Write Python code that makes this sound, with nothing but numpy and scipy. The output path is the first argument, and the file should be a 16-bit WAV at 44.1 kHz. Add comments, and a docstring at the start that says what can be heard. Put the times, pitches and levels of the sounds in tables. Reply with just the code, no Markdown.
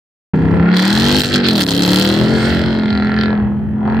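"""A loud open exhaust cuts in abruptly, booming and rumbling: a pickup truck pulls away over sand.
It revs up, shifts gear with a few cracks and pulls on. The pipe booms on the fifth order of the engine
cycle. Each crest of that wave steepens into a rasping pulse, brightest under full throttle; uneven
combustion adds the rumble. Thin whistles and a nasal ring come and go."""
import sys
import numpy as np
from scipy import signal
from scipy.fft import rfft, irfft
from scipy.io import wavfile
from scipy.ndimage import uniform_filter1d

SR = 44100
rng = np.random.default_rng(int(sys.argv[2]) if len(sys.argv) > 2 else 0)


def to_wav(sig):
    """Store sig (one row per channel, or 1-D mono) as 16-bit WAV at the path in sys.argv[1].

    Samples outside -1..1 are clipped; the rate is SR.
    """
    pcm = np.clip(np.atleast_2d(sig), -1, 1) * 32767
    pcm = np.round(pcm).astype(np.int16)
    wavfile.write(sys.argv[1], SR, pcm.T)  # frames by channels


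N = 176400
T = np.arange(N) / SR
HZ = np.fft.rfftfreq(N, 1 / SR)

# five crests of the boom (position in the engine cycle [0-1])
CREST_PHASES = [.02, .22, .405, .61, .83]


def amp(db):
    """Decibels to gain."""
    return 10 ** (np.asarray(db) / 20)


def curve(points):
    """(time [s], value) points interpolated at every sample."""
    return np.interp(T, *np.transpose(points))


def spectrum(points):
    """(frequency [Hz], value) points interpolated at every bin, on a log axis."""
    hz, value = np.transpose(points)
    return np.interp(np.log(HZ + 1), np.log(hz + 1), value)


def swell(centre_s, half_s):
    """Gaussian envelope, 1/e at half_s from the centre."""
    return np.exp(-((T - centre_s) / half_s) ** 2)


def unit_rms(x):
    """Scale to unit rms overall."""
    return x / np.sqrt(np.mean(x ** 2) + 1e-20)


def running_unit_rms(x, window_samples=2400):
    """Scale to unit rms from moment to moment."""
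    power = (np.atleast_2d(x) ** 2).mean(0)
    power = uniform_filter1d(uniform_filter1d(power, window_samples), window_samples // 2)
    return x / np.sqrt(abs(power) + 1e-20)


def wander(rate_hz, hop_samples=128):
    """Slow random drift of unit rms."""
    times_s = T[::hop_samples]
    hz = np.fft.rfftfreq(len(times_s), hop_samples / SR)
    lowpassed = rfft(rng.standard_normal(len(times_s))) / (1 + (hz / rate_hz) ** 4)
    return unit_rms(np.interp(T, times_s, irfft(lowpassed, len(times_s))))


def stereo(common, difference, colour):
    """Filter by colour and spread over left and right."""
    # channel balance (frequency [Hz], left minus right [dB])
    balance_db = [(30,-1),(70,4),(200,-4),(330,4),(500,2.5),(770,5.5),(1170,-3.5),(1790,1),(2740,-10),(3400,-4.5),(4300,2.5),(6400,4),(9800,3),(13000,-4.5)]
    # phase between channels (frequency [Hz], left lead [rad])
    lead_rad = [(20,0),(200,.15),(690,-.1),(950,-.4),(1290,-.1),(1980,-.6),(2670,-1.4),(3360,.9),(4050,.1),(6200,-.1),(9000,.6)]
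    # likeness of the channels (frequency [Hz], coherence [0-1])
    likeness = [(30,.5),(70,0.23),(110,0.91),(200,0.52),(380,.95),(700,0.55),(1400,0.78),(2400,0.33),(4300,0.58),(8000,0.32),(15000,0.14)]
    coherence = np.clip(spectrum(likeness), 0, 1)
    mid = rfft(common) * np.sqrt(1 + coherence)
    side = rfft(difference) * np.sqrt(1 - coherence)
    tilt = amp(spectrum(balance_db) / 2)
    left = (mid + side) * tilt * np.exp(1j * spectrum(lead_rad))
    right = (mid - side) / tilt
    return irfft(np.array([left, right]) * colour, N)


def drone(cycles, pan_db=1.06, spread=0.094):
    """Low engine orders in the pipe, each fluttering and drifting between left and right."""
    # pipe boom, order 5 (time [s], level [dB])
    boom_db = [(.34,-15.5),(.53,-14.5),(.56,-19),(.6,-12),(.72,-11.5),(1.0,-15.5),(1.19,-17),(1.23,-23.5),(1.32,-26.5),(1.35,-15.5),(1.45,-17.5),(1.55,-15),(1.65,-23),(1.75,-21),(1.9,-14.5),(2.18,-17.5),(2.3,-15),(2.57,-19.5),(2.85,-15),(3.1,-16),(3.4,-15),(3.72,-22),(3.82,-17),(4,-15.5)]
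    # lope from unequal cylinders (time [s], level [dB]) and {order: relative level [dB]}
    lope_db = [(.34,-29.5),(.55,-33),(.78,-42),(1.0,-24.5),(1.18,-21.5),(1.25,-32),(1.38,-24),(1.55,-28),(1.8,-32),(2.1,-29),(2.3,-24),(2.6,-24.5),(2.9,-34.5),(3.25,-30),(3.55,-43.5),(4,-36)]
    lope_orders = {1: -21.5, 2: -10, 3: 0, 4: 0, 7: -2.4, 9: -9.5}
    # growl, order 6 and higher (time [s], level [dB]) and {order: relative level [dB]}
    growl_db = [(.34,-19),(.55,-23.5),(.7,-16.5),(.88,-29.5),(1.0,-28),(1.15,-25),(1.35,-36),(1.5,-20.5),(1.62,-25.5),(1.8,-24),(2.05,-31.5),(2.3,-23),(2.6,-26.5),(3.25,-28),(3.65,-37),(3.9,-29.5)]
    growl_orders = {6: 0, 10: -10.5, 11: -14.5, 12: -19}
    # firing, order 8 and higher (time [s], level [dB]) and {order: relative level [dB]}
    firing_db = [(.34,-20.5),(.5,-20),(.7,-29),(.88,-23),(1.0,-39),(1.3,-38),(1.55,-26),(1.8,-19.5),(1.95,-20.5),(2.2,-21),(2.4,-28),(2.7,-26),(2.9,-39),(4,-41.5)]
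    firing_orders = {8: 0, 9: -7.5, 13: -10, 14: -12.5, 15: -16.5}

    def tone(order, flutter, phase):
        wave = np.exp(2j * np.pi * (order * cycles + phase))
        modulation = 1 + flutter * (wander(14) + 1j * wander(11)) / np.sqrt(2)
        return np.sqrt(2) * (wave * modulation).real

    def group(level_db, orders, flutter):
        tones = sum(amp(db) * tone(order, flutter, rng.random()) for order, db in orders.items())
        return amp(curve(level_db)) * tones

    boom = amp(curve(boom_db)) * tone(len(CREST_PHASES), flutter=0.071, phase=0)
    others = (group(lope_db, lope_orders, flutter=0.33)
              + group(growl_db, growl_orders, flutter=0.46)
              + group(firing_db, firing_orders, flutter=0.45))
    side = (signal.hilbert(boom + others) * (wander(3) + 1j * wander(4))).real / np.sqrt(2)
    return boom + others * amp([[pan_db], [-pan_db]]) + spread * np.array([side, -side])


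def pipe_band(lo_hz, hi_hz, order=14):
    """One band of the exhaust's response, as a ringing minimum-phase filter."""
    # exhaust spectrum (frequency [Hz], relative level [dB])
    exhaust_db = [(180, -26), (300, -6), (326, -0.5), (372, -4), (470, -10.5), (537, -13.5), (624, -15),
                  (774, -15), (842, -15), (1190, -21), (1340, -13), (1530, -14.5), (1690, -11.5),
                  (2000, -14.5), (2320, -22.5), (2610, -17.5), (2840, -20.5), (3240, -9), (3760, -13.5),
                  (4230, -7.5), (6200, -31), (8220, -32), (9880, -42), (15000, -37), (16000, -39.5)]
    # tailpipe resonances (frequency [Hz], width [Hz], peak [dB])
    modes = [(525,42,3.5),(1367,23,4),(2726,31,6),(3070,20,4.5),(4070,35,7)]
    modes_db = sum(db / (1 + (2 * (HZ - hz) / width_hz) ** 2) for hz, width_hz, db in modes)
    rolloff = np.sqrt((1 + (lo_hz / (HZ + 1)) ** order) * (1 + (HZ / hi_hz) ** order))
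    gain = amp(spectrum(exhaust_db) + modes_db) / rolloff
    log_gain = np.log(np.maximum(gain / gain.max(), 1e-5))
    mirrored = np.r_[log_gain, log_gain[-2:0:-1]]
    return np.exp(np.conj(signal.hilbert(mirrored)))[:len(HZ)]


def turbulence(cycles, memory, points_per_cycle=1024):
    """Gas noise that partly repeats each cycle, so its overtones glide with the engine."""
    fresh = rng.standard_normal((int(cycles[-1]) + 2, points_per_cycle))
    flow = signal.lfilter([1], [1, -memory], fresh, axis=0).ravel()
    return unit_rms(np.interp(cycles * points_per_cycle, np.arange(len(flow)), flow))


def pulses(cycles, level_db, colour, gain_db, contrast, scatter_db, noise_share, puff_s, memory):
    """Each crest fires a sharp front and a puff of turbulent gas into one exhaust band."""
    # crest steepening, shifting with speed and load (time [s], relative strength of crests 1-5 [dB])
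    steepening = [(0.749,-8,4.5,5,-8.5,-0.26),(1.0,-2.5,-9,3,-6.5,0.24),(1.549,2,-9,-2.5,-10.5,-0.088),(1.801,-5,-18,0.5,-9.5,-0.26),(2.3,-4,-11.5,0.5,-5.5,-0.71),(2.651,-4,10,-11,-3,-1.2),(2.85,-22,-10.5,-14,-19,0.25)]
    # even flow between pulses, greater at light throttle (time [s], level re puffs [dB])
    flow_db = [(.34,-3),(.66,-8.5),(.75,-19.5),(2.1,-13.5),(2.3,-4),(2.7,-5),(2.87,-19.5),(3.3,-17),(3.45,1.5),(3.8,-2),(3.88,-18),(4,-14)]
    fronts, power = np.zeros(N), np.zeros(N)
    times_s, *strengths_db = np.transpose(steepening)
    for phase, strength_db in zip(CREST_PHASES, strengths_db):
        crest_cycles = np.arange(int(cycles[-1] - phase) + 1) + phase
        at = np.interp(crest_cycles, cycles, np.arange(N)).clip(0, N - 2)
        jitter_db = scatter_db * np.clip(rng.standard_normal(len(at)), -2, 2)
        size = amp(contrast * np.interp(at / SR, times_s, strength_db) + jitter_db)
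        sample, fraction = at.astype(int), at % 1
        fronts[sample] += size * (1 - fraction)
        fronts[sample + 1] += size * fraction
        power[sample] += size ** 2
    puffs = np.sqrt(signal.lfilter([1], [1, -np.exp(-2 / (puff_s * SR))], power + 1e-9))
    flow = amp(curve(flow_db))
    envelope = np.hypot(running_unit_rms(puffs), flow)
    gas_share = 1 - (1 - noise_share) / (1 + flow) ** 2  # even flow weakens the fronts
    gas_mid = unit_rms(envelope * turbulence(cycles, memory))
    gas_side = unit_rms(envelope * turbulence(cycles, memory))
    drive = np.sqrt(1 - gas_share) * running_unit_rms(fronts) + np.sqrt(gas_share) * gas_mid
    return amp(curve(level_db) + gain_db) * running_unit_rms(stereo(drive, gas_side, colour))


def exhaust_rasp(cycles):
    """Steepened crests leave the pipe as pulses in six bands, throat to sizzle."""
    # band envelopes (time [s], level before gain_db [dB])
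    throat_db = [(0.34, -25), (0.41, -32), (0.53, -22.5), (0.98, -33), (1.13, -22), (1.29, -27.5),
                 (1.34, -23), (1.57, -26), (2.38, -21.5), (3.01, -31.5), (3.33, -25.5), (3.77, -48.5),
                 (3.87, -27.5), (3.98, -30.5)]
    bark_db = [(0.34, -24), (0.36, -32.5), (0.47, -27.5), (0.87, -26.5), (1.14, -24), (1.26, -38),
               (1.6, -26.5), (1.66, -35), (1.72, -27.5), (1.74, -38), (1.87, -27), (3.29, -34),
               (3.31, -26.5), (3.72, -44), (3.89, -22), (3.98, -29.5)]
    snarl_db = [(0.34, -27.5), (0.36, -35), (0.79, -22.5), (1.25, -25.5), (1.27, -31), (1.36, -20.5),
                (1.43, -28), (1.46, -20.5), (1.56, -33.5), (1.61, -24), (1.64, -34.5), (1.93, -24.5),
                (2.25, -28.5), (2.48, -22.5), (2.77, -31.5), (3.23, -24), (3.56, -46.5), (3.8, -45),
                (3.87, -33.5), (4.0, -28.5)]
    rasp_db = [(0.34, -52.5), (0.68, -44), (0.76, -23), (1.19, -17.5), (1.31, -29), (1.34, -15),
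               (1.42, -31), (1.46, -15.5), (1.54, -23), (1.62, -16.5), (1.66, -39), (1.69, -23),
               (1.78, -22), (2.0, -18), (2.3, -29), (2.51, -26), (2.87, -36), (2.88, -29.5), (3.14, -39),
               (3.21, -26.5), (3.5, -68.5), (3.82, -80.5), (3.88, -48), (3.98, -47)]
    crackle_db = [(0.34, -61), (0.72, -67), (0.76, -36), (1.19, -28.5), (1.33, -37.5), (1.35, -25),
                  (1.42, -57), (1.48, -34), (1.51, -39.5), (1.64, -27.5), (1.65, -55), (1.68, -29),
                  (1.81, -37), (1.82, -24.5), (1.86, -32), (2.0, -29.5), (2.26, -43), (2.46, -38.5),
                  (2.81, -58.5), (3.16, -60.5), (3.56, -89), (3.98, -69)]
    sizzle_db = [(0.34, -78), (0.75, -78), (0.76, -45), (1.17, -41.5), (1.21, -32), (1.32, -59),
                 (1.34, -42), (1.4, -63), (1.47, -61), (1.48, -42), (1.54, -46), (1.62, -30), (1.63, -43),
                 (1.99, -35.5), (2.31, -59.5), (2.55, -53), (2.79, -81), (3.98, -85)]
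    return (pulses(cycles, throat_db, pipe_band(333, 704), gain_db=-1, contrast=0.58,
                   scatter_db=4, noise_share=0.81, puff_s=0.0071, memory=0.66)
            + pulses(cycles, bark_db, pipe_band(640, 1100), gain_db=-0.5, contrast=0.4,
                     scatter_db=3.5, noise_share=0.67, puff_s=0.0074, memory=0.65)
            + pulses(cycles, snarl_db, pipe_band(1150, 2420), gain_db=0, contrast=0.5,
                     scatter_db=2.5, noise_share=0.91, puff_s=0.003, memory=0.854)
            + pulses(cycles, rasp_db, pipe_band(2500, 5400), gain_db=-0.5, contrast=0.93,
                     scatter_db=3, noise_share=0.96, puff_s=0.0025, memory=0.867)
            + pulses(cycles, crackle_db, pipe_band(5630, 11000), gain_db=3, contrast=1.6,
                     scatter_db=3.5, noise_share=1, puff_s=0.0039, memory=0.52)
            + pulses(cycles, sizzle_db, pipe_band(10000, 14000), gain_db=4, contrast=2.1,
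                     scatter_db=4, noise_share=0.91, puff_s=0.0021, memory=0.46))


def rumble(gain_db=3):
    """Uneven combustion shakes the pipe's lowest resonances."""
    # rumble envelope (time [s], level before gain_db [dB])
    level_db = [(0.34, -32), (0.44, -23), (0.57, -19), (0.82, -49), (0.99, -25.5), (1.71, -35),
                (2.19, -31.5), (2.21, -21), (2.9, -29), (2.95, -26), (3.15, -29.5), (3.58, -24.5),
                (3.67, -24.5), (3.69, -22), (3.77, -28.5), (4.0, -23.5)]
    # rumble spectrum (frequency [Hz], relative level [dB])
    colour_db = [(20,-27),(50,-23),(62,-7),(74,6.5),(88,1),(130,1),(200,-6),(300,-12),(450,-25),(800,-28),(2000,-68)]
    noise = stereo(*rng.standard_normal((2, N)), amp(spectrum(colour_db)))
    return amp(curve(level_db) + gain_db) * unit_rms(noise)


def whistles(waver_hz=25):
    """Short, thin, slightly wavering high tones."""
    # whistles (centre [s], half length [s], frequency [Hz], level [dB])
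    events = [(0.55,0.026,8140,-61.5),(2.44,0.055,8140,-42)]
    sound = np.zeros(N)
    for centre_s, half_s, hz, db in events:
        phase_rad = 2 * np.pi * np.cumsum(hz + waver_hz * wander(60)) / SR
        sound += amp(db) * swell(centre_s, half_s) * np.sin(phase_rad)
    return sound


def nasal_ring(cycles, flutter=0.4):
    """Single high engine orders swell and fade."""
    # ringing orders (order, centre [s], half length [s], level [dB])
    events = [(33,2.99,0.14,-33.5),(32,3.23,0.18,-34.5),(40,3.21,0.18,-30.5),(18,3.01,0.21,-38),(18,3.92,0.1,-45),(40,0.68,0.065,-27.5)]
    sound = np.zeros(N)
    for order, centre_s, half_s, db in events:
        envelope = amp(db) * swell(centre_s, half_s) * (1 + flutter * wander(22))
        phase_rad = 2 * np.pi * order * cycles + flutter * wander(25)
        sound += envelope * np.sqrt(2) * np.cos(phase_rad)
    return sound


def cracks(decay_s=0.00074, gain_db=5.5):
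    """Single bursts of gas, much sharper than the pulses around them."""
    # exhaust cracks (time [s], level before gain_db [dB])
    events = [(0.7382,-31),(0.767,-21),(0.7709,-16),(0.7932,-14.5),(1.2068,-29.5),(1.218,-10.5),(1.2355,-14),(1.244,-20),(1.339,-21),(1.448,-24.5),(1.486,-6.5),(1.58,-15.5),(1.61,-10),(1.616,-12),(1.6657,-14.5),(1.687,-11.5),(1.7165,-11),(1.822,-17.5),(3.21,-28),(3.236,-27)]
    envelope = sum(amp(db) * (T >= at_s) * np.exp(-abs(T - at_s) / decay_s) for at_s, db in events)
    colour = pipe_band(2100, 16000, order=3)
    colour /= np.sqrt(np.mean(abs(colour) ** 2))
    bursts = envelope * rng.standard_normal((2, N))
    return amp(gain_db) * stereo(*bursts, colour)


def ignition_cuts():
    """Gain dips as the ignition drops out during the shift."""
    # dropouts (time [s], half length [s], depth [dB])
    cuts = [(1.214,0.003,-8),(1.229,0.0046,-9.5),(1.664,0.0093,-4.5)]
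    return amp(sum(db * swell(centre_s, half_s) for centre_s, half_s, db in cuts))


def scene():
    """Drone, ring and rasp follow one engine cycle; rumble, cracks and whistles join them."""
    # engine speed, one cycle per two crank turns (time [s], cycle rate [Hz])
    speed_hz = [(0.0, 31.22), (0.36, 31.98), (0.64, 34.77), (0.82, 37.21), (0.92, 40.63), (1.05, 46.76),
                (1.18, 51.11), (1.25, 47.36), (1.31, 49.38), (1.38, 49.05), (1.56, 41.4), (1.67, 33.25),
                (1.76, 34.99), (1.88, 36.02), (2.25, 42.31), (2.31, 44.93), (2.41, 43.87), (2.51, 45.72),
                (2.61, 43.71), (2.69, 44.86), (2.79, 43.2), (3.0, 41.81), (3.22, 43.09), (3.45, 41.36),
                (3.74, 42.25), (3.87, 42.82), (4.0, 44.69)]
    cycles = np.cumsum(curve(speed_hz)) / SR
    engine = drone(cycles) + nasal_ring(cycles) + exhaust_rasp(cycles) + rumble()
    return engine * ignition_cuts() + cracks() + whistles()


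def record(dry):
    """Abrupt onset, soft-clipped peaks, steep low-pass."""
    start_s, rise_s, cutoff_hz = 0.335, 0.002, 16000
    gated = dry * np.clip((T - start_s) / rise_s, 0, 1)
    clipped = gated / (1 + gated ** 8) ** (1 / 8)
    lowpass = signal.firwin(511, cutoff_hz, window=("kaiser", 9), fs=SR)
    return signal.oaconvolve(clipped, lowpass[None], "same")


dry = scene()
out = record(dry)
to_wav(out)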